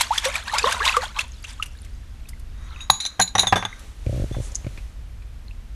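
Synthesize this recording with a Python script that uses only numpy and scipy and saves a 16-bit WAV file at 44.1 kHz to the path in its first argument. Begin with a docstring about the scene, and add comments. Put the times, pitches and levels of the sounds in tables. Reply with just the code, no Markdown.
"""Bangle in a water basin

Close by, hands swish a hard, glassy bangle through a plastic basin of water: splashes, rising
bubbles, then drips. The bangle drops, clinks and knocks on the basin as it is fished out, and is
pushed over a wet hand onto the wrist. A grip shifting on the recorder makes dull thumps; a low
rumble and a faint hum fill the room."""
import sys
import numpy as np
from scipy import signal
from scipy.fft import rfft, irfft
from scipy.io import wavfile
from scipy.ndimage import uniform_filter1d

SR = 44100
rng = np.random.default_rng(int(sys.argv[2]) if len(sys.argv) > 2 else 0)


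def dump_mix(stems):
    """Bounce the given channels to the path in sys.argv[1] as a 16-bit WAV at rate SR."""
    frames = np.atleast_2d(stems).T  # one column per channel
    limited = np.clip(frames, -1, 1)  # hard clip at full scale
    pcm = np.round(limited * 32767).astype(np.int16)
    wavfile.write(sys.argv[1], SR, pcm)


N = 253569
TIME = np.arange(N) / SR

# Hand strokes through the water: (crest time [s], gurgle [dB], spray [dB], build-up [s])
STROKES = [(0, -29, -27, .04), (0.159, -36.5, -33, 0.046), (.27, -28.5, -32, 0.044),
           (0.366, -29, -36.5, 0.038), (0.484, -31.5, -39, 0.023), (.553, -25, -36, .035),
           (0.699, -24, -33, 0.094), (0.887, -23, -29, 0.057), (1.041, -30.5, -35, .028),
           (1.188, -30.5, -43.5, 0.027), (1.502, -48.5, -42.5, 0.032), (1.62, -56, -56, 0.06),
           (2.74, -49.5, -69.5, 0.076)]
def stirring(settle_db=9):
    """Gurgle and spray envelopes: each stroke swells, then calms by settle_db per build-up time."""
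    gurgle_power, spray_power = 1e-12, 1e-12
    for s, gurgle_db, spray_db, build_s in STROKES:
        age = np.clip((TIME - s) / build_s, -10, 20)
        shape = np.exp(-np.minimum(age, 0) ** 2) * from_db(-settle_db * np.maximum(age, 0))
        gurgle_power += (from_db(gurgle_db) * shape) ** 2
        spray_power += (from_db(spray_db) * shape) ** 2
    return np.sqrt(gurgle_power), np.sqrt(spray_power)


# Body of the churning water: (centre [Hz], width [Hz], gain [dB])
CHURN = [(165, 110, -1.5), (520, 300, -5.5), (950, 790, 5)]
def swish(stirred):
    """Stirred water churns, gurgles with small bubbles and sloshes with larger ones."""
    stirred_db = 20 * np.log10(stirred)
    gurgle = fizz(stirred_db + 6.5, per_s=650, low_hz=834.5, high_hz=4214,
                  cycles=20.3, spread_db=20, max_octaves=0.45, tilt_db=2.07)
    slosh = fizz(stirred_db - 6.5, per_s=74, low_hz=416, high_hz=1045,
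                 cycles=7.6, spread_db=3.5, max_octaves=0.61, tilt_db=10)
    churn = from_db(-8.5 + 3 * wander(60)) * stirred * resonate(rng.standard_normal(N), CHURN)
    return gurgle + slosh + churn


# Gulps of air: (time [s], level [dB], pitch [Hz], life [s], rise over that life [octaves])
GULPS = [(.009, -10.5, 940, 0.0065, .1), (.106, -13.5, 789, 0.038, 0.95), (.257, -18, 527, 0.051, 0.17),
         (.535, -16, 824, 0.039, 0.93), (.638, -17.5, 438.5, .06, 0.96), (.642, -3.5, 1042, 0.0077, 0.42),
         (.668, -16, 1008, 0.041, 0.3), (.803, -16.5, 1076, 0.027, 0.72), (.809, -29, 427, .034, 0.47),
         (0.819, -18.5, 1590, 0.034, 0.46), (.863, -12.5, 970, 0.013, 0.28),
         (.941, -20.5, 1206, 0.036, 0.47), (0.967, -8.5, 1103, 0.02, .33), (0.969, -18, 493, .041, 0.079),
         (1.032, -21, 727, 0.018, 0.53), (1.164, -29, 1072, 0.053, 0.53), (1.447, -27, 2640, 0.013, 0.52)]
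# Small plinking bubbles: (time [s], level [dB], pitch [Hz])
PLINKS = [(.014, -9.5, 4040), (.182, -8.5, 3270), (.256, -19.5, 1692), (.355, -13, 2340), (.496, -21, 1750),
          (.583, -26, 2860), (.595, -12.5, 2460), (.724, -17, 1560), (0.853, -17, 3850), (.878, -7.5, 3840),
          (.894, -8.5, 2570), (1.192, -10, 2520), (1.598, -22.5, 1223), (1.625, -13.5, 2720),
          (2.256, -39.5, 2520), (2.333, -38, 2050), (2.761, -35.5, 2430), (2.805, -31.5, 2570),
          (3.727, -28, 2030), (5.482, -36.5, 4120), (5.51, -38, 2580)]
def trapped_air(plink_cycles=18, plink_octaves=0.12):
    """Single bubbles stand out of the water: gulps chirp upwards, plinks rise only slightly."""
    out = np.zeros(N)
    for s, db, hz, life, octaves in GULPS:
        add(out, s, from_db(db) * bubble(hz, life, octaves, wobble=0.033))
    for s, db, hz in PLINKS:
        add(out, s, from_db(db) * bubble(hz, plink_cycles / hz, plink_octaves, wobble=0.026))
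    return out


# Slaps of water and falling drops: (time [s], level [dB], sizzle offset [dB])
SLAPS = [(.009, -12.5, 6), (0.178, -17.5, -3), (0.244, -20.5, -14), (0.251, -17, -11), (0.356, -24.5, -8),
         (0.539, -24, -20), (0.582, -14.5, -16), (0.709, -21.5, -15), (0.723, -18.5, -22),
         (.853, -15.5, -10), (0.877, -25, -5), (0.966, -20, -4), (1.189, -20, -20), (1.207, -23, -18),
         (1.441, -32, -15), (1.626, -26.5, -3), (1.658, -42.5, 13), (1.846, -44, 4), (2.287, -43.5, 17.5),
         (2.395, -58, 19), (3.793, -46.5, 11)]
# Stray droplets off the wet hands: (time [s], level [dB])
DRIBBLE = [(0, -28.5), (1.3, -37.5), (2.1, -48), (2.5, -54), (3.7, -61), (4.1, -60), (5.75, -70.5)]
# Spray EQ: (frequency [Hz], gain [dB])
SPRAY = [(290, -51), (500, -21), (615, -22.5), (1130, -16), (1420, -8.5), (3350, -7.5), (4850, -15),
         (6660, -11.5), (11700, -25), (13400, -33.5)]
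def splashes(sprayed, slap_t60=0.049, ripple_db=-17.5):
    """Strokes and slaps throw up droplets and thin spray; slaps sizzle and wet hands dribble."""
    surge, sizzle = np.zeros(N), np.zeros(N)
    for s, db, sizzle_db in SLAPS:
        add(surge, s, from_db(db) * fade(slap_t60)[1])
        add(sizzle, s, from_db(db + sizzle_db) * burst(slap_t60, rise_s=0.0019))
    surge = uniform_filter1d(surge, size=200)
    sizzle = cut(cut(sizzle, 8000, "high"), 11200, "low", order=4)
    dribble_db = automation(DRIBBLE)
    thrown = np.sqrt(sprayed ** 2 + surge ** 2 + from_db(dribble_db + ripple_db) ** 2)
    droplets = fizz(20 * np.log10(thrown) + 8, per_s=1100, low_hz=3217, high_hz=11140,
                    cycles=36.4, spread_db=37, max_octaves=0.16, tilt_db=-1.5)
    dribble = fizz(dribble_db, per_s=110, low_hz=1519, high_hz=11170,
                   cycles=18, spread_db=23, max_octaves=0.1007, tilt_db=3.5)
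    spray = colour(thrown * rng.standard_normal(N), SPRAY)
    return droplets + dribble + spray + sizzle


# Bangle modes: (pitch [Hz], level [dB], t60 [s], share of pitch drop, bend [+1 flatwise, -1 edgewise])
BANGLE_MODES = [(3800, -5, 0.11, 0.4, 0.54), (4110, -1, 0.15, 0.94, -1), (5980, -8.5, 0.06, 0.26, 1),
                (6560, -9.5, 0.046, 0.27, 0), (6600, -15, 0.11, 0.15, 0), (6930, -6, 0.2, 0.42, -1),
                (9760, -16.5, 0.09, 0.9, 0), (10250, -12, 0.028, 0.9, 0),
                (10480, -10.5, 0.031, 0.069, -0.53), (12070, -18, 0.026, 0.63, -1)]
# Bangle hits: (time [s], level [dB], tilt [dB/octave], ring length [factor], flatwise bias [dB])
CLINKS = [(2.807, -33.5, -9, 1.1, -4.5), (2.9015, 8, -6.5, 0.058, 0), (2.905, -31.5, 16.5, 1.2, -4),
          (2.941, -32.5, -1.5, 1.1, -4), (3.002, -16.5, -8.5, 0.55, 0.5), (3.02, -25, -10.5, 1.67, -1.5),
          (3.052, -9, -9, 0.1, 6.5), (3.061, -13.5, -5, 0.32, 6), (3.199, -14, 10.5, .31, 6.5),
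          (3.213, -17.5, 7.5, 0.68, -3), (3.221, -10, 1, .39, -0.5), (3.276, -21.5, -17.5, 0.46, -3),
          (3.352, -20, 1, 0.64, 10), (3.381, -12.5, -3, 0.61, 5.5), (3.394, -5.5, 0, 0.52, 3),
          (3.422, -19, 1, 0.52, 0), (3.47, -13.5, -7.5, 0.64, -4), (3.558, -19.5, -9.5, 1.18, 0.5),
          (3.651, -17, -10, 0.21, -4.5), (4.325, -43, -1.5, 1.7, 2)]
# Pitch bend from the bangle's depth in the water: (time [s], drop [fraction])
PITCH_DROP = [(2.8, 0.096), (2.9, 0.037), (2.96, 0.058), (3.02, 0.014), (3.23, 0.0062), (3.29, 0.029),
              (3.39, 0.032), (3.445, .07), (3.485, .165)]
# EQ of the grit under the bangle: (frequency [Hz], gain [dB])
SCRAPE = [(900, -17), (2200, 2.5), (5000, -6), (8500, -7), (10300, -1), (11300, -7), (12500, -33.5)]
def bangle(attack_s=0.00055, skid_db=-10, skid_t60=0.22, skid_width_hz=120,
           scrape_db=-14, scrape_t60=0.12):
    """Each hit rings the bangle; it skids and scrapes on, blurring its modes. 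Water lowers the pitch."""
    out, grit = np.zeros(N), np.zeros(N)
    drop = automation(PITCH_DROP) + 0.0087 * wander(90)   # the bangle rocks
    for s, db, tilt_db, length, flat_db in CLINKS:
        blurred = []
        for hz, mode_db, t60, share, bend in BANGLE_MODES:
            t, decay = fade(t60 * length)
            envelope = decay * (1 - np.exp(-t / attack_s))
            wet_hz = hz * (1 - share * drop[int(s * SR):][:len(t)])
            ratio = hz / BANGLE_MODES[0][0]
            level_db = mode_db + bend * flat_db + tilt_db * np.log2(ratio) + rng.normal(0, 2)
            add(out, s, from_db(db + level_db) * envelope * glide(wet_hz))
            blurred.append((wet_hz[0], skid_width_hz * ratio, level_db))
        add(out, s, from_db(db + skid_db) * resonate(burst(skid_t60 * length), blurred))
        add(grit, s, from_db(db + scrape_db) * burst(scrape_t60 * length, rise_s=0.00075))
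    chatter = from_db(3 * wander(300))
    return cut(out, 11500, "low", order=6) + colour(grit * chatter, SCRAPE)


# Knocks on the basin, the last one (4.344 s) on the wrist: (time [s], level [dB], t60 [s])
KNOCKS = [(2.8985, 0.5, 0.013), (3.051, -26, 0.03), (3.194, -12, 0.064), (3.200, -10, 0.052),
          (3.351, -10.5, 0.054), (3.382, -12.5, 0.046), (3.397, -25.5, 0.12), (3.431, -20.5, 0.094),
          (3.468, -20.5, 0.064), (3.524, -5.5, 0.068), (3.557, -13, 0.11), (3.624, -18.5, 0.051),
          (3.65, -19, 0.054), (4.344, -34, 0.064)]
# Plastic wall resonances: (centre [Hz], width [Hz], gain [dB])
BASIN_WALL = [(483, 95.6, -12), (775, 130, 5.5), (1158, 320, -0.5), (1594, 100, 2.5), (1930, 270, -4),
              (2537, 280, -7.5), (3200, 900, -13.5)]
# Modes of the water-laden basin floor: (pitch [Hz], level [dB], t60 [s])
BASIN_FLOOR = [(107, 1, 0.22), (184.3, -4.5, .17)]
def basin(knock_cycles=9, thud_db=2):
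    """Knocks rattle the wall, the briefest most brightly; long, heavy ones thud and boom the floor."""
    blows, boom, thud = np.zeros(N), np.zeros(N), np.zeros(N)
    for s, db, t60 in KNOCKS:
        add(blows, s, from_db(db) * cut(burst(t60, rise_s=0.0005), knock_cycles / t60, "high"))
        push = from_db(db - 16) * (t60 / 0.054) ** 1.1   # longer knocks push harder
        add(thud, s, push * from_db(thud_db) * burst(t60))
        for hz, mode_db, ring_t60 in BASIN_FLOOR:
            add(boom, s, push * from_db(mode_db) * ring(hz, ring_t60))
    rattle = cut(resonate(blows, BASIN_WALL), 7000, "low", order=3)
    return rattle + boom + resonate(thud, [(340, 400, 0)])


# Drags along the basin floor: (crest time [s], level [dB], half-width [s])
DRAGS = [(2.65, -55, 0.054), (2.8, -50.5, .035), (3.08, -54.5, 0.073), (3.65, -49, 0.088)]
def drag(width_hz=110, wall_db=4, pitch_drop=0.072):
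    """Friction on the basin floor keeps both the submerged bangle and the wall singing."""
    friction = rng.standard_normal(N)
    wet_modes = [(hz * (1 - pitch_drop * share), width_hz, db) for hz, db, _, share, _ in BANGLE_MODES]
    singing = resonate(friction, wet_modes)
    wall = cut(resonate(friction, BASIN_WALL[2:]), 950, "high", order=4)
    return swells(DRAGS) * cut(singing + from_db(wall_db) * wall, 7500, "low")


# Pushes over the wet hand: (crest time [s], level [dB], half-width [s])
PUSHES = [(3.83, -51, 0.08), (4.17, -46, 0.085), (4.42, -47, 0.12), (4.74, -52, 0.11)]
# Skin friction EQ: (frequency [Hz], gain [dB])
SKIN = [(590, 5), (1000, 0.5), (1700, 0), (4200, -1.5), (4890, -5.5), (5890, -2), (8610, -6.5),
        (12500, -12.5), (13400, -31)]
# Snaps over the knuckles and taps on the wrist: (time [s], level [dB])
SNAPS = [(4.518, -35.5), (4.547, -28), (4.554, -17.5)]
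TAPS = [(4.063, -39.5), (4.644, -40), (4.666, -37), (4.775, -36.5), (4.787, -43), (5.220, -48)]
# Tone of the bright snaps and the skin-damped taps: (centre [Hz], width [Hz], gain [dB])
SNAP_RING = [(5520, 950, -3.5), (6920, 780, 1), (10300, 580, -15)]
TAP_RING = [(1296, 960, -1.5), (2400, 300, 8), (3740, 1400, -6)]
def wrist(squeeze_db=-44):
    """Wet skin hisses under the bangle, brightest where the hand is widest; it snaps over and taps."""
    snaps, taps = np.zeros(N), np.zeros(N)
    for s, db in SNAPS:
        add(snaps, s, from_db(db) * burst(t60=0.032))
    for s, db in TAPS:
        add(taps, s, from_db(db) * burst(t60=0.044))
    squeeze = from_db(squeeze_db) * np.exp(-((TIME - 4.45) / 0.038) ** 2) * rng.standard_normal(N)
    hiss = resonate(squeeze, [(6900, 2200, 0.25), (10000, 1400, -2)])
    rub = swells(PUSHES) * noise(SKIN)
    return resonate(snaps, SNAP_RING) + resonate(taps, TAP_RING) + hiss + rub


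# Stick-slip runs of the grip: (first slip [s], last slip [s], level [dB])
SLIPS = [(4.064, 4.065, -12.5), (4.092, 4.092, -16.5), (4.127, 4.175, -21), (4.197, 4.239, -18.5),
         (4.311, 4.31, -19.5), (4.366, 4.399, -21), (4.521, 4.522, -33), (4.643, 4.644, -28),
         (4.665, 4.665, -20), (4.777, 4.777, -31.5)]
# Case modes: (pitch [Hz], level [dB], t60 [s])
CASE_MODES = [(59.3, -0.5, 0.056), (115.3, 1, 0.086), (327, 1, 0.012), (467, -1.5, 0.013),
              (562, -2.5, 0.021)]
def handling(slips_per_s=55, growth_db=0.4, uneven_db=2.05, detune=0.035):
    """The grip sticks and slips; each slip thumps through the case, which passes only the lows."""
    out = np.zeros(N)
    for first, last, db in SLIPS:
        for s in np.linspace(first, last, 1 + round(abs(last - first) * slips_per_s)):
            slip_db = db + growth_db * (s - first) * slips_per_s
            for k, (hz, mode_db, t60) in enumerate(CASE_MODES):
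                gain = (-1) ** (k + 1) * from_db(slip_db + mode_db + rng.normal(0, uneven_db))
                add(out, s, gain * ring(hz * rng.normal(1, detune), t60))
    return cut(out, 720, "low", order=6)


# Rumble fader: (time [s], level [dB])
RUMBLE_FADER = [(0, -40), (1.3, -37.5), (2.7, -33), (3.1, -45.5), (3.4, -42), (4.0, -37), (4.1, -29.5),
                (4.7, -34.5), (5.75, -35)]
# Rumble and room air EQs: (frequency [Hz], gain [dB])
RUMBLE = [(11, -36), (18, -5.5), (38, 0), (57, 0.5), (92, -9), (124, -19), (145, -20.5), (203, -37),
          (238, -26.5), (260, -49.5), (340, -65.5), (570, -120)]
AIR = [(120, -27.5), (200, 1), (260, -4.5), (311, -9.5), (651, -11.5), (776, -13), (1540, -14.5),
       (1710, -14.5), (3230, -18), (13400, -30)]
# Hum tones: (pitch [Hz], level before trim [dB])
HUM = [(236.9, -62.5), (312.2, -64.5)]
def room_tone(air_db=-54.5, hum_trim_db=-4.5):
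    """A bed of low rumble, soft hiss and faint hum."""
    rumble = from_db(automation(RUMBLE_FADER)) * rms_one(noise(RUMBLE))
    hum = sum(np.sqrt(2) * from_db(db + hum_trim_db) * np.sin(2 * np.pi * hz * TIME) for hz, db in HUM)
    return rumble + from_db(air_db) * noise(AIR) + hum


def reverb(x, wet_db=-20.5, t60=0.25):
    """The walls return a faint, dull tail."""
    predelay = np.zeros(SR // 200)
    tail = cut(np.r_[predelay, burst(t60)], 7000, "low", order=1)
    return x + from_db(wet_db) * signal.fftconvolve(x, tail / np.linalg.norm(tail))[:N]


def bubble(hz, life, octaves, wobble=0):
    """A bubble rings ever higher as it nears the surface, and dies there; it may wobble."""
    t = np.arange(int(1.3 * life * SR) + 2) / SR
    pitch = hz * 2 ** (octaves * (t / life) ** 1.31)
    swell = 1 - np.exp(-t * hz)
    if wobble:
        shape = np.interp(t * hz / 3, np.arange(40), rng.standard_normal(40))
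        pitch *= 1 + wobble * shape
        swell *= from_db(2 * shape)
    return swell * np.exp(-3 * (t / life) ** 2) * glide(pitch)


def fizz(level_db, per_s, low_hz, high_hz, cycles, spread_db, max_octaves, tilt_db, gate_db=-62):
    """A swarm of randomly sized bubbles that follows a level curve; tilt_db is per octave."""
    out = np.zeros(N)
    draws = rng.random((int(per_s * N / SR), 5))
    heard = level_db[(draws[:, 0] * N).astype(int)] > gate_db
    for when, height, strength, span, climb in draws[heard]:
        at = int(when * N)
        hz = low_hz * (high_hz / low_hz) ** height
        db = level_db[at] + spread_db * (strength ** 2 - 1) + tilt_db * np.log2(hz / low_hz)
        life = cycles / hz * (0.5 + span)
        add(out, at / SR, from_db(db) * bubble(hz, life, max_octaves * climb))
    return out


def from_db(db):
    """Decibels to gain."""
    return 10 ** (np.asarray(db) / 20)


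def rms_one(x):
    """Scale to unit rms."""
    return x / np.sqrt(np.mean(x ** 2) + 1e-20)


def automation(points):
    """Straight ramps through (time, value) points."""
    return np.interp(TIME, *np.transpose(points))


def swells(rows):
    """Envelope of smooth gestures that rise and fall alike."""
    gains = [from_db(db) / np.cosh(np.clip((TIME - s) / width, -30, 30)) for s, db, width in rows]
    return np.linalg.norm(gains, axis=0)


def wander(per_s):
    """Random drift with per_s new values a second."""
    return np.interp(TIME * per_s, np.arange(4000), rng.standard_normal(4000))


def add(track, s, sound):
    """Mix a sound into the track at s seconds."""
    at = int(np.clip(s * SR, 0, N - 1))
    track[at:at + len(sound)] += sound[:N - at]


def cut(x, hz, kind, order=2):
    """Butterworth low- or high-pass."""
    sections = signal.butter(order, min(hz, 0.45 * SR), kind, fs=SR, output="sos")
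    return signal.sosfilt(sections, x + 1e-18)


def colour(x, spectrum):
    """Apply an EQ curve that keeps the power of white noise."""
    hz, db = np.transpose(spectrum)
    gain = from_db(np.interp(np.log(np.fft.rfftfreq(N, 1 / SR) + 1), np.log(hz), db))
    return irfft(rfft(x) * rms_one(gain), N)


def noise(spectrum):
    """Steady coloured noise near unit rms."""
    return colour(rng.standard_normal(N), spectrum)


def resonate(x, resonances):
    """Parallel band-passes of alternating polarity that roughly keep the power of white noise."""
    out, power = 0, 0
    for k, (hz, width, db) in enumerate(resonances):
        radius = np.exp(-np.pi * width / SR)
        forward = np.array([1, 0, -1]) * (1 - radius ** 2) / 2
        feedback = [1, -2 * radius * np.cos(2 * np.pi * hz / SR), radius ** 2]
        out += (-1) ** k * from_db(db) * signal.lfilter(forward, feedback, x + 1e-18)
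        power += from_db(db) ** 2 * (1 - radius)
    return out / np.sqrt(power)


def fade(t60):
    """Times and gains of a 60 dB decay."""
    t = np.arange(int(t60 * SR) + 2) / SR
    return t, from_db(-60 * t / t60)


def glide(hz):
    """A sine that follows a pitch curve."""
    return np.sin(2 * np.pi * np.cumsum(hz) / SR)


def ring(hz, t60):
    """One struck mode."""
    t, gain = fade(t60)
    return gain * np.sin(2 * np.pi * hz * t)


def burst(t60, rise_s=0.000094):
    """A puff of noise with a fast attack."""
    t, gain = fade(t60)
    return gain * (1 - np.exp(-t / rise_s)) * rng.standard_normal(len(t))


def scene():
    """Close mono mix: water and bangle in light reverb, over dry handling thumps and room tone."""
    stirred, sprayed = stirring()
    water = trapped_air() + splashes(sprayed) + swish(stirred)
    foley = water + bangle() + drag() + basin() + wrist()
    return (reverb(foley) + handling() + room_tone())[None]


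def record(dry, ceiling=0.88, cutoff_hz=13200):
    """Clip the loudest peaks, then cut the top steeply."""
    lowpass = signal.ellip(12, 0.2, 95, cutoff_hz, fs=SR, output="sos")
    return signal.sosfilt(lowpass, np.clip(dry, -ceiling, ceiling))


dry = scene()
out = record(dry)
dump_mix(out)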